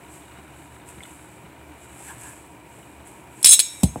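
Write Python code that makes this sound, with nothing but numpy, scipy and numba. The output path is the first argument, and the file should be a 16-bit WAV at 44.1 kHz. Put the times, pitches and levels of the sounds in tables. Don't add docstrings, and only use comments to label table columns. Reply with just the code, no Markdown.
import sys
import numpy as np
from scipy import signal
from scipy.fft import rfft, irfft
from scipy.io import wavfile
from scipy.ndimage import uniform_filter1d
from numba import njit

SR = 44100
rng = np.random.default_rng(int(sys.argv[2]) if len(sys.argv) > 2 else 0)


def generate_wav(signal):
    frames = np.transpose(np.atleast_2d(signal))
    scaled = np.clip(frames, -1, 1) * 32767
    pcm = np.round(scaled).astype(np.int16)
    wavfile.write(sys.argv[1], SR, pcm)


N = 176400

# f/Hz, level/dB
CRACK_COLOUR = [(200, -29.5), (700, -30), (1200, -28), (2400, -12.5), (4000, -6.5), (4800, -9),
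                (6500, -11.5), (8000, 2), (9500, -4.5), (11000, -12.5), (15500, -19)]


def clatter():
    # t/s, crack/dB, clack f/Hz, clack/dB, t60 of both/s, ring/dB,
    # place (0 edge, 1 face), tube/dB
    strikes = [(3.4293, -21.5, 10500, -12.5, 0.012, -23, .1, -48),
               (3.445, -5, 5400, -6, 0.049, -28, .1, 0.5), (3.4489, -35, 10400, -2, 0.025, -31, .1, -23),
               (3.4588, -3.5, 9580, 6, 0.024, -5, 0.11, -14), (3.4649, -11, 9430, -5, 0.022, -17, .05, -1),
               (3.469, -10.5, 8250, -26, 0.24, -6, .05, -19), (3.4916, -30, 8100, -27, .035, 2, 0.86, -21),
               (3.509, -24, 8500, -16, .03, 3, 1, -16), (3.52, -17, 3920, -7.5, 0.12, 4, 0.59, 8),
               (3.532, -7, 7720, 0, 0.055, -6, .6, 7.5), (3.544, -24, 7730, -3, 0.019, -26, .3, -24),
               (3.5926, -3, 9900, 4, 0.017, -42, .3, -13), (3.5945, -23, 4155, -5, 0.028, -36, .3, -28),
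               (3.6, -3, 8820, -3, 0.044, -12, 0.18, -9),
               (3.8331, -14.5, 8070, -11.5, 0.046, -26, 0.83, -29),
               (3.841, -37, 7840, -30, 0.032, -24, 1, -46)]
    cutter_hz = [3370, 4078, 5278, 6408, 6643, 7541, 8057, 9106, 9325, 9884, 10347, 10787, 13091, 14534]
    # edge hit/dB, face hit/dB, t60/s
    cutter_modes = [(-17.5, -25.5, 0.32), (-18, -20.5, .21), (-14, -26, 0.25), (-50, -14, 0.33),
                    (-13, -20.5, 0.38), (-9, -21, 0.25), (-3.5, -11, 0.33), (-6, -1.5, .13),
                    (-40, -9.5, 0.18), (-43, -15, 0.17), (-30, -17, .13), (-32, -12, 0.11),
                    (-32, -23, 0.16), (-46, -32, .17)]
    tube_hz = [2336, 2715, 3661, 3860, 5464, 7870, 10573, 12306, 13888, 15213]
    # level/dB, t60/s
    tube_modes = [(-43, 1.1), (-43, .45), (-32, .6), (-26, .55), (-33, .65), (-32, .4), (-22, .12),
                  (-29, .17), (-29, .12), (-29, .15)]
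    times_s, *_, ring_db, place, tube_db = np.array(strikes).T
    crack_noise = noise(CRACK_COLOUR)
    out = np.zeros(N)
    for at_s, crack_db, clack_hz, clack_db, t60_s, *_ in strikes:
        out += amp(crack_db) * crack_noise * fade(at_s, t60_s)
        out += amp(clack_db) * burst(at_s, clack_hz, t60_s, jitter=0.043)
    for hz, (edge_db, face_db, t60_s) in zip(cutter_hz, cutter_modes):
        out += ring(hz, t60_s, times_s, ring_db + edge_db * (1 - place) + face_db * place)
    for hz, (db, t60_s) in zip(tube_hz, tube_modes):
        out += ring(hz, t60_s, times_s, tube_db + db)
    return out + jangle(times_s, ring_db - 26)


def ring(hz, t60_s, times_s, levels_db):
    cycles = hz * since(0) + rng.random()
    split_hz = rng.uniform(5.5, 16.5)
    beat_cycles = split_hz * since(times_s.min())
    pair = np.sin(2 * np.pi * cycles) + 0.4 * np.cos(2 * np.pi * (cycles + beat_cycles))
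    return ring_envelope(times_s, levels_db, t60_s) * waver(db=1.6, hz=45) * pair


def jangle(times_s, levels_db):
    modes_hz = rng.uniform(2200, 15800, size=48)
    scatter_db = 0.5 * rng.standard_normal(48)
    gains = amp(np.interp(modes_hz, *np.array(CRACK_COLOUR).T) - scatter_db)
    tones = gains @ np.sin(2 * np.pi * np.outer(modes_hz, since(0)))
    return tones * ring_envelope(times_s, levels_db, t60_s=0.17)


def ring_envelope(times_s, levels_db, t60_s):
    brush_at_s, brush_s, brush_db = 3.545, 0.02, -6.5
    energy = np.zeros(N)
    np.add.at(energy, (times_s * SR).astype(int), amp(levels_db) ** 2)
    age_s = since(brush_at_s)
    retained = np.exp(-2 * np.log(1000) / (t60_s * SR))
    early, late = signal.lfilter([1], [1, -retained], [energy * (age_s == 0), energy * (age_s > 0)])
    damping = amp(brush_db * np.minimum(age_s / brush_s, 1))
    return np.sqrt(early * damping ** 2 + late)


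def thumps():
    # t/s, boom/dB, knock/dB, tap/dB
    blows = [(0.974, -38, -49, -70), (1.441, -48, -43, -70), (3.8325, -2, -16.5, -12.5),
             (3.901, -36, -52, -62), (3.9588, -31, -24.5, -14)]
    # f/Hz, level/dB, t60/s, rise/s
    boom_modes = [(63.6, -8.5, 0.16, 0.0072), (85, -3.5, 0.11, .005), (130, -3, 0.081, 0.0085),
                  (179.7, 1, 0.069, 0.0027), (247, -4, 0.053, 0.0029)]
    # f/Hz, level/dB
    knock_colour = [(60, 4), (150, 9), (300, 5), (600, -2), (950, -3), (1200, -29), (1500, -40),
                    (2200, -48), (5000, -60)]
    tap_hz, contact_rise_s = 720, 0.00054
    knock_noise = noise(knock_colour)
    out = np.zeros(N)
    for at_s, boom_db, knock_db, tap_db in blows:
        age_s = since(at_s)
        for k, (hz, db, t60_s, rise_s) in enumerate(boom_modes):
            envelope = (1 - np.exp(-(age_s / rise_s) ** 2)) * fade(at_s, t60_s)
            out += (-1) ** k * amp(boom_db + db) * envelope * np.sin(2 * np.pi * hz * age_s)
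        knock = amp(knock_db) * knock_noise * fade(at_s, t60_s=0.088)
        tap = 2 * amp(tap_db) * np.sin(2 * np.pi * tap_hz * age_s) * fade(at_s, t60_s=0.0069)
        out += (knock + tap) * (1 - np.exp(-age_s / contact_rise_s))
    return out


def rubbing():
    # t/s, level/dB
    pressure = [(0, -60.5), (.09, -57), (.14, -48), (.24, -57), (.5, -60.5), (.6, -55.5), (.71, -60),
                (.75, -55), (.85, -64), (.89, -47), (.94, -55), (1.02, -55), (1.06, -51), (1.3, -57),
                (1.53, -62.5), (1.76, -61.5), (1.84, -51.5), (1.89, -56.5), (2.09, -42), (2.16, -53.5),
                (2.21, -44.5), (2.29, -45), (2.4, -54.5), (2.63, -64), (2.73, -55.5), (3.04, -62),
                (3.07, -50), (3.13, -55.5), (3.3, -61.5), (3.41, -48.5), (3.6, -34), (4.0, -51.5)]
    # f/Hz, level/dB
    colour = [(1000, -20), (2500, -9), (3800, -22), (4900, -23), (6200, -18.5), (7300, -7), (8100, -1),
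              (9200, -9.5), (10800, -9), (12500, -17.5), (15800, -30)]
    return noise(colour) * amp(curve(pressure) + 0.5) * waver(db=2, hz=500)


def wiping():
    # t/s, half length/s, level/dB
    strokes = [(2.1, 0.019, -42), (2.28, 0.038, -46.5)]
    # f/Hz, level/dB
    colour = [(500, -34), (800, 0), (950, 9), (1250, -7.5), (1700, 8.5), (2050, -18), (2800, -10),
              (4500, -28)]
    envelope = sum(amp(db) * np.exp(-((since(0) - at_s) / half_s) ** 2 / 2)
                   for at_s, half_s, db in strokes)
    return noise(colour) * envelope * waver(db=2.5, hz=120)


def ticking():
    # t/s, f/Hz, level/dB, t60/s
    ticks = [(.888, 9200, -40, 0.022), (1.006, 2130, -33, 0.026), (1.029, 3450, -41.5, .05),
             (1.0355, 3510, -33, 0.02), (1.0355, 8100, -30, .008), (1.835, 7700, -43, .02),
             (3.073, 9600, -36, .015)]
    return sum(amp(db) * burst(at_s, hz, t60_s, jitter=0.023) for at_s, hz, db, t60_s in ticks)


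def scraping():
    # t/s, level/dB
    levels = [(0, -61), (.25, -58.5), (.36, -53), (.55, -56), (.8, -57.5), (.95, -60.5), (1.06, -53.5),
              (1.3, -60), (1.6, -58.5), (1.9, -56.5), (2.07, -59), (2.18, -53.5), (2.27, -64), (2.5, -64),
              (3.0, -59), (3.4, -65)]
    # f/Hz, level/dB
    colour = [(700, -32), (1250, 6), (1550, 5.5), (1850, 0.5), (2250, 1.5), (2600, -34.5), (2900, 7),
              (3200, -14.5), (3800, -2), (4800, -22.5), (9000, -28)]
    return noise(colour) * amp(curve(levels) - 2.5) * waver(db=4.64, hz=85)


def bumping():
    # f/Hz, level/dB
    colour = [(90, -23), (160, -1.5), (310, -9), (420, -2), (800, -15), (1500, -29)]
    return amp(-64.5) * noise(colour) * waver(db=3.5, hz=27)


def room(x):
    tail = (rng.standard_normal(N) * fade(at_s=0.0054, t60_s=0.33))[:SR]
    return amp(-18) * signal.fftconvolve(x, tail / np.linalg.norm(tail))[:N]


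def background():
    # f/Hz, density/dB
    colour = [(25, -38), (38, -26), (55, -7), (74, 6.5), (92, -15.5), (120, 0), (150, -0.5), (230, -6.5),
              (320, -0.5), (480, -10), (700, -7), (980, -7.5), (1200, -14), (1900, -16.5), (2500, -15.5),
              (3300, -24.5), (3900, -28), (5000, -34), (8000, -31), (15800, -33)]
    # f/Hz, width/Hz, level/dB
    hums = [(74.8, 11, -59.5), (117.2, 15, -58), (305, 42, -58), (377.4, 21, -64.5), (692, 28, -65.5),
            (950, 66, -58.5), (2367, 240, -63)]
    drone = np.zeros(N)
    for hz, width_hz, db in hums:
        phase = 2 * np.pi * hz * since(0)
        drone += amp(db) * (walk(width_hz / 2) * np.sin(phase) + walk(width_hz / 2) * np.cos(phase))
    return drone + amp(-47.5) * noise(colour) * waver(db=0.82, hz=30)


def amp(db):
    return 10 ** (np.asarray(db) / 20)


def since(at_s):
    return np.maximum(np.arange(N) / SR - at_s, 0)


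def fade(at_s, t60_s):
    age_s = since(at_s)
    return (age_s > 0) * np.exp(-np.minimum(np.log(1000) * age_s / t60_s, 60))


def curve(points):
    return np.interp(since(0), *np.array(points).T)


def noise(colour):
    hz, db = np.array(colour).T
    bins_hz = np.maximum(np.fft.rfftfreq(N, 1 / SR), 1)
    gains = amp(np.interp(np.log(bins_hz), np.log(hz), db))
    y = irfft(rfft(rng.standard_normal(N)) * gains, N)
    return y / y.std()


def walk(hz):
    rolloff = 1 + (np.fft.rfftfreq(N, 1 / SR) / hz) ** 4
    y = irfft(rfft(rng.standard_normal(N)) / rolloff, N)
    return y / y.std()


def waver(db, hz):
    return amp(db * walk(hz))


def burst(at_s, hz, t60_s, jitter):
    size = SR // 8
    age_s = np.arange(size) / SR
    unsteady = uniform_filter1d(rng.standard_normal(size), size=16)
    phase = 2 * np.pi * np.cumsum(hz * (1 + jitter * unsteady / unsteady.std())) / SR
    tone = np.sin(phase) * np.exp(-np.log(1000) * age_s / t60_s)
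    return np.pad(tone, (int(at_s * SR), N))[:N]


@njit
def follow(x, attack_s, release_s):
    out, level = np.empty(len(x)), 0.
    for i in range(len(x)):
        lag_s = attack_s if abs(x[i]) > level else release_s
        level += (abs(x[i]) - level) / (lag_s * SR)
        out[i] = level
    return out


def scene():
    close = rubbing() + wiping() + ticking() + scraping() + bumping() + clatter() + thumps()
    return (close + room(close) + background())[None]


def record(dry):
    low_cut_hz, top_hz = 45, 15750
    threshold_db, ratio, ceiling = -13.5, 1.87, 0.86
    sound = signal.sosfilt(signal.butter(4, low_cut_hz, "high", fs=SR, output="sos"), dry[0])
    level = follow(sound, attack_s=0.015, release_s=0.23)
    gain = np.maximum(level / amp(threshold_db), 1) ** (1 / ratio - 1)
    oversampled = signal.resample_poly(sound * gain, 2, 1)
    clipped = signal.resample_poly(np.clip(oversampled, -ceiling, ceiling), 1, 2)
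    return signal.sosfilt(signal.ellip(10, .2, 80, top_hz, fs=SR, output="sos"), clipped)[None]


dry = scene()
out = record(dry)
generate_wav(out)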